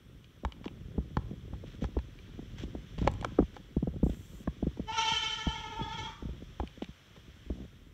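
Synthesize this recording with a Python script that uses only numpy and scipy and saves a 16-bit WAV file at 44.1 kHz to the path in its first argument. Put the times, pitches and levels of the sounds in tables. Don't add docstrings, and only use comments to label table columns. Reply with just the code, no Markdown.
import sys
import numpy as np
from scipy import signal
from scipy.fft import rfft, irfft
from scipy.io import wavfile
from scipy.ndimage import uniform_filter1d

SR = 44100
rng = np.random.default_rng(int(sys.argv[2]) if len(sys.argv) > 2 else 0)


def dump_mix(stems):
    frames = np.atleast_2d(stems).T
    limited = np.clip(frames, -1, 1)
    pcm = np.round(limited * 32767).astype(np.int16)
    wavfile.write(sys.argv[1], SR, pcm)


def magnitude_from_level(level_db):
    exponent = np.asarray(level_db, float) / 20
    return 10 ** exponent


N = 349713


def evened(x):
    return x / np.sqrt(np.mean(x ** 2) + 1e-20)


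def read(points, hz):
    f, value = np.transpose(points)
    return np.interp(np.log(hz + 1), np.log(f + 1), value)


def curve(rows):
    s, value = np.transpose(rows)
    return np.interp(np.arange(N) / SR, s, value)


def add(mix, s, sound):
    part = mix[max(round(s * SR), 0):][:len(sound)]
    part += sound[:len(part)]


def coloured(x, colour):
    hz = np.fft.rfftfreq(len(x), 1 / SR)
    return irfft(rfft(x) * magnitude_from_level(read(colour, hz)), len(x))


# pitch_hz, t60_s
ROOM_DECAY = [(400, 0.21), (1500, 0.58), (4000, 0.34), (9000, 0.55)]


def room(x):
    taps = np.zeros(SR)
    at = np.arange(200, SR - 20, 20)
    taps[at + rng.integers(0, 20, len(at))] = rng.choice([-1., 1.], len(at))
    hz, t, z = signal.stft(taps, SR, nperseg=256)
    decay = magnitude_from_level(-60 * t / read(ROOM_DECAY, hz)[:, None])
    tail = signal.istft(z * decay, SR, nperseg=256)[1]
    return signal.fftconvolve(x, tail / np.linalg.norm(tail))[:N]


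# time_s, effort_db, pitch_hz (between quavers),
# treble_lift_db (as the mouth opens), mouth_hz (lowest mouth resonance)
BLEAT_COURSE = [(4.888, -39.5, 440.5, -1.5, 846), (4.94, -37, 447.7, 2.5, 1190),
                (5.048, -36.5, 440.5, 9.5, 1060), (5.3, -41.5, 440.1, 8, 1310),
                (5.449, -40.5, 435.2, 2.5, 1100), (5.602, -44, 430.5, 1, 940),
                (5.762, -42.5, 424.6, -7, 900), (5.871, -45, 419.4, -2, 930), (5.919, -43, 442, 0.5, 1110),
                (6.02, -46, 433.6, 5, 1090), (6.059, -42, 440.3, -1, 1017)]
# pitch_hz, level_db
THROAT_SPECTRUM = [(300, -13), (450, -12.5), (640, -56), (880, -6.5), (1350, -10.5), (1800, -9.5),
                   (2400, -7.5), (3100, -17), (4000, -14), (6000, -20), (8000, -41), (10500, -63)]


def bleat():
    attack_s, attack_db = 0.021, -22
    release_db_per_s, release_hz_per_s = 316, 1100
    s, *columns = np.transpose(BLEAT_COURSE)
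    t = np.arange(s[0] - attack_s, s[-1] + 0.063, 1 / SR)
    effort_db, hz, lift_db, mouth_hz = (np.interp(t, s, c) for c in columns)
    early = np.maximum(s[0] - t, 0) / attack_s
    late = np.maximum(t - s[-1], 0)
    effort_db = effort_db + attack_db * early - release_db_per_s * late
    hz = hz * (1 - 0.025 * early) - release_hz_per_s * late

    first_quaver_s, quaver_gap_s, half_length_s = 4.945, 0.0838, 0.021
    quaver_hz, quaver_db = 32.83, -5.5
    middle_s = first_quaver_s + quaver_gap_s * np.arange(14)[:, None]
    jumps = np.exp(-((t - middle_s) / half_length_s) ** 6).sum(axis=0)

    wobble, air = rng.standard_normal((2, len(t)))
    loose = 0.006 + 0.037 * np.clip((t - 6.04) / 0.033, 0, 1)
    hz = (hz + quaver_hz * jumps) * (1 + loose * evened(uniform_filter1d(wobble, size=600)))
    turns = np.cumsum(hz) / SR
    flutter = uniform_filter1d(rng.standard_normal((24, len(t))), size=800, axis=1)
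    flutter_db = 3.6 * evened(flutter + flutter[0])

    bright_hz = 2972 + 300 * (t - s[0])
    tone = np.zeros(len(t))
    for k in range(1, 24):
        f = k * hz
        opening_db = lift_db * np.clip(np.log2(f / 1500), 0, 1)
        bright_db = 17 / (1 + ((f - bright_hz) / 200) ** 2)
        mouth_db = 14 / (1 + ((f - mouth_hz) / 387) ** 2)
        partial_db = read(THROAT_SPECTRUM, f) + opening_db + bright_db + mouth_db + flutter_db[k]
        tone += magnitude_from_level(partial_db) * np.cos(2 * np.pi * k * turns)

    puffs = evened(coloured(np.exp(-(turns % 1) / 0.59) * air, THROAT_SPECTRUM)) * magnitude_from_level(0.17 * lift_db)
    voice = np.zeros(N)
    add(voice, t[0], (tone + 0.03 * puffs) * magnitude_from_level(effort_db + quaver_db * jumps))
    hum_s = 0.045
    lead = np.arange(0, 2 * hum_s, 1 / SR)
    add(voice, t[0] - hum_s, magnitude_from_level(-51) * np.hanning(len(lead)) * np.sin(2 * np.pi * hz[0] * lead))
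    return magnitude_from_level(-6) * voice + magnitude_from_level(-2.5) * room(voice)


def thud(hz, low_db, grit):
    t = np.arange(len(grit)) / SR
    f = np.fft.rfftfreq(len(grit), 1 / SR) / hz
    sweep = 2 * np.pi * np.cumsum(hz * (0.645 + 1.79 * np.exp(-t / 0.0045))) / SR
    rattle = evened(irfft(rfft(grit) * f / (1 + (f / 2.5) ** 5), len(grit)))
    rattle = 0.55 * magnitude_from_level(-60 * t / 0.04) * rattle
    blow = (np.sin(sweep) + rattle) * (1 - np.exp(-(t / 0.0034) ** 2))
    blow = blow * magnitude_from_level(11 - 60 * t * hz ** 0.5 / 0.91)
    swing = np.sin(2 * np.pi * 62 * t) * (1 - np.exp(-t / 0.024))
    swing = swing * magnitude_from_level(low_db + 19 - 60 * t / 0.086)
    return blow - swing


# start_s, level_db, pitch_hz (scales the falling sweep),
# low_db (weight of the slow swing in the thud)
HOOF_THUDS = [(0.435, -38, 220, -17), (0.45, -40, 243, 11.5), (0.611, -46, 208, -13), (0.66, -32, 259, -36),
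              (0.98, -26, 214, -1.5), (1.169, -26.5, 168, -2.5), (1.31, -37, 190, -19),
              (1.529, -38.5, 183, 1.5), (1.638, -43, 324, -20), (1.822, -29.5, 190, -6),
              (1.843, -35, 154, 4), (1.967, -28, 317, 3), (2.391, -37, 238, -11), (2.636, -35, 230, -1.5),
              (2.749, -34.5, 276, -3), (2.981, -37, 194, 2), (3.016, -29.5, 163, 2.5),
              (3.047, -31.5, 183, -7), (3.07, -28.5, 339, 3.5), (3.245, -33, 531, -32),
              (3.387, -14.5, 306.5, -21), (3.401, -23.5, 220.5, -5.5), (3.423, -28.5, 219, -1),
              (3.767, -25, 189, -3), (3.827, -26, 192, -26), (3.873, -27, 223, -5.5),
              (3.939, -42, 206, -17), (3.961, -33.5, 160, -24), (4.031, -20, 206, -3),
              (4.064, -27, 227, -8), (4.095, -33, 207, 1), (4.475, -26.5, 216, -4.5),
              (4.627, -26, 221, -5.5), (4.668, -26.5, 195, -3.5), (4.772, -43.5, 290, -13),
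              (4.796, -30.5, 218, -6), (5.119, -40.5, 157, -3), (5.468, -25.5, 203, -1.5),
              (5.791, -39.5, 290, -2), (5.812, -31, 166, -10), (6.224, -40.5, 249.1, 2),
              (6.252, -35, 174, 0), (6.289, -38.5, 175, 4.5), (6.599, -33.5, 370, 4),
              (6.632, -33.5, 252, -13), (6.82, -31.5, 263, -18), (6.775, -47, 236, -0.5),
              (6.889, -44, 170, -1), (7.106, -55.5, 161, -3), (7.174, -49.5, 167, -6),
              (7.281, -52, 155, 3.5), (7.462, -51, 248, 7), (7.501, -31.5, 255, 1.5)]


def thuds():
    out = np.zeros(N)
    for s, db, hz, low_db in HOOF_THUDS:
        add(out, s - 0.0015, magnitude_from_level(db) * thud(hz, low_db, rng.standard_normal(6000)))
    return out


# start_s, end_s, jerks_per_s, pitch_hz, level_db
HOOF_JUDDER = (7.522, 7.65, 64, 205, -47)


def judder():
    out = np.zeros(N)
    start, end, rate, hz, db = HOOF_JUDDER
    for k in range(int(np.ceil((end - start) * rate))):
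        late, size = rng.standard_normal(2)
        jerk = thud(hz, -6.5, rng.standard_normal(3000))
        add(out, start + (k + 0.057 * late) / rate, magnitude_from_level(db + 2 * size) * jerk)
    return out


# time_s, rumble_db
WEIGHT_SHIFT = [(0, -60.5), (.15, -48), (.3, -58.5), (.9, -45), (1.4, -44), (2.25, -50.5), (2.65, -44),
                (2.88, -51), (3.1, -36), (3.55, -52), (3.75, -54), (4, -39), (4.25, -49), (5.3, -53.5),
                (6.05, -44.5), (6.18, -55), (6.35, -46.5), (7.0, -64), (7.58, -54), (7.93, -56)]


def shifting():
    rumble_colour = [(15, -62.5), (40, -0.5), (62, -5.5), (110, -5), (200, -15), (400, -79)]  # (Hz, dB)
    low = evened(coloured(rng.standard_normal(N), rumble_colour))
    size = magnitude_from_level(4.47 * np.minimum(rng.exponential(1, N), 4)) * rng.choice([-1, 1], N)
    size = size * (rng.random(N) < 220 / SR)
    kind = rng.integers(0, 6, N)
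    bumps = np.zeros(N)
    for k, hz in enumerate(np.geomspace(120, 330, 6)):
        bump = thud(hz, -24, rng.standard_normal(3000))
        bumps += signal.oaconvolve(size * (kind == k), bump)[:N]
    rumble_db = curve(WEIGHT_SHIFT)
    return magnitude_from_level(rumble_db) * low + magnitude_from_level(rumble_db - 4) * evened(bumps)


def ring(modes, chance):
    t = np.arange(2500) / SR
    out = np.zeros(len(t))
    for (hz, db, t60), shade, detune in zip(modes, chance, chance[10:]):
        level = magnitude_from_level(db + 3.5 * shade - 60 * t / t60)
        out += level * np.sin(2 * np.pi * hz * (1 + 0.03 * detune) * t + detune)
    out = out * (1 - np.exp(-t / 0.00013))
    return out / abs(out).max()


# pitch_hz, level_db, t60_s
WOOD_MODES = [(545, -2, .024), (850, 0, .024), (1020, -2, .022), (1300, -8, .018), (1680, -8, .016)]
# pitch_hz, level_db, t60_s
EDGE_MODES = [(2030, -4, 0.0085), (2350, -2.5, 0.021), (2880, 0, 0.012), (3230, -9.5, 0.018),
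              (3790, -7.5, 0.017), (4400, -5, .011)]
# start_s, level_db (peak of the crack), body_db (relative), top_db (spark, relative)
HARD_TICKS = [(0.244, -46, -17, -32), (0.4501, -38, 18, -28), (0.522, -37.5, -7, -39),
              (0.643, -38, -2, -31), (0.656, -38, 1, -26), (0.68, -32, -3.5, -34), (1.1697, -33.5, 15, -39),
              (1.535, -61.5, 23, -11), (1.842, -38, 12, -25), (1.989, -40.5, 3.5, -28),
              (2.189, -41.5, -32, -26), (2.9817, -41.5, 3.5, -24), (2.987, -38.5, 1, -24),
              (3.027, -44.5, 11, -23), (3.0751, -22, 11.5, -23), (3.08, -27, -12.5, -30),
              (3.115, -52.5, -8, 2.5), (3.138, -46, -4, -7), (3.212, -38, -2.5, -14),
              (3.226, -47, 14.5, -20), (3.236, -45, 5.5, -19), (3.247, -27, 8, -12.5),
              (3.3823, -75, -12, -23), (3.426, -63, 21, -19), (3.566, -45, 12, -22), (4.475, -60, 32, -25),
              (6.5995, -42, 21, -26), (6.675, -37.5, -21, -24), (6.822, -36.5, -6.5, -31),
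              (6.844, -37.5, -10, -27), (7.163, -59, 15, -20)]


def ticks():
    out, t = np.zeros(N), np.arange(900) / SR
    treble = signal.butter(2, (4600, 9500), "bandpass", fs=SR, output="sos")
    for s, db, body_db, top_db in HARD_TICKS:
        grit = rng.standard_normal(900)
        spark = evened(signal.sosfilt(treble, grit * magnitude_from_level(-60 * t / 0.0051))) / 6
        add(out, s, magnitude_from_level(db) * ring(EDGE_MODES, grit))
        add(out, s, magnitude_from_level(db + body_db) * ring(WOOD_MODES, grit[20:]))
        add(out, s, magnitude_from_level(db + top_db) * spark)
    return out


# start_s, end_s, slips_per_s, level_db
SEAM_CREAK = (6.86, 7.155, 59, -62)


def creak():
    out = np.zeros(N)
    start, end, rate, db = SEAM_CREAK
    for k in range(int(np.ceil((end - start) * rate))):
        chance = rng.standard_normal(40)
        slip = (ring(WOOD_MODES[3:], chance) + ring(EDGE_MODES[:2], chance))[:150]
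        add(out, start + (k + 0.073 * chance[-1]) / rate, magnitude_from_level(db + 2 * chance[-2]) * slip)
    return out


# start_s, length_s, level_db
HOOF_SCUFFS = [(0.642, 0.035, -57), (1.646, 0.13, -62.5), (1.806, 0.063, -56), (2.571, 0.08, -51),
               (2.973, 0.12, -55), (3.536, 0.049, -60.5), (4.085, 0.076, -60.5), (6.817, 0.03, -56),
               (7.153, 0.025, -60)]
# pitch_hz, level_db
LEATHER_COLOUR = [(250, -34), (500, 5.5), (800, -4.5), (1400, 2), (3000, 3), (6000, -10), (8000, -23),
                  (10000, -27.5)]


def scuffs():
    out = np.zeros(N)
    unevenness = evened(uniform_filter1d(rng.standard_normal(N), size=70))
    grit = rng.standard_normal(N) * magnitude_from_level(4.5 * unevenness)
    grit = evened(coloured(grit, LEATHER_COLOUR))
    for s, length, db in HOOF_SCUFFS:
        swell = signal.windows.tukey(round(length * SR), 0.4)
        add(out, s, magnitude_from_level(db) * swell * grit[round(s * SR):][:len(swell)])
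    return out


def contacts():
    out = ticks() + creak() + scuffs()
    return out + magnitude_from_level(-20.5) * room(out)


def noise(colour, patchy_db):
    frames, hz = N // 128 + 5, np.fft.rfftfreq(512, 1 / SR)
    a, b, patches = rng.standard_normal((3, 257, frames))
    patches = uniform_filter1d(patches, size=8, axis=0)
    patches = evened(uniform_filter1d(patches, size=10, axis=1))
    z = (a + 1j * b) * magnitude_from_level(read(colour, hz)[:, None] + patchy_db * patches)
    return evened(signal.istft(z, nperseg=512, noverlap=384)[1][:N])


# time_s, level_db
LEATHER_RUSTLE = [(0, -69), (1.1, -66), (3.3, -60.5), (3.9, -67), (4.8, -62), (6.6, -62), (7.1, -62.5),
                  (7.6, -63), (7.93, -69)]


def rustle():
    return magnitude_from_level(curve(LEATHER_RUSTLE)) * noise(LEATHER_COLOUR, patchy_db=0.8)


# pitch_hz, level_db
AIR_COLOUR = [(150, -41), (300, 8), (600, -35.5), (1200, -9.5), (3000, -23.5), (7000, -35.5), (9000, -24),
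              (16000, -26.5)]


def room_air():
    return magnitude_from_level(-69) * noise(AIR_COLOUR, patchy_db=0.8)


# start_s, end_s, level_db
HISS_SPELL = (4.034, 4.441, -65)


def flat_hiss():
    t = np.arange(N) / SR
    start, end, db = HISS_SPELL
    flat = evened(coloured(rng.standard_normal(N), [(2000, -13), (16000, -14)]))
    return magnitude_from_level(db) * flat * (t > start) * (t < end)


def scene():
    goat = bleat() + thuds() + judder() + shifting()
    return (goat + contacts() + rustle() + room_air() + flat_hiss())[None]


def top_cut(x):
    return signal.sosfilt(signal.butter(12, 16370, fs=SR, output="sos"), x)


# pitch_hz, level_db
MICROPHONE = [(2000, -1), (2700, -3), (3350, 4.5), (4000, -2), (4850, -5), (5400, 2.5), (6200, 4.5),
              (6750, 0), (7350, 8), (8200, 0.5), (10500, -7), (12000, -1), (15700, -3), (15850, -46.5)]


def record(dry):
    mix = coloured(dry[0], MICROPHONE)[None]
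    return top_cut(mix)


dry = scene()
out = record(dry)
dump_mix(out)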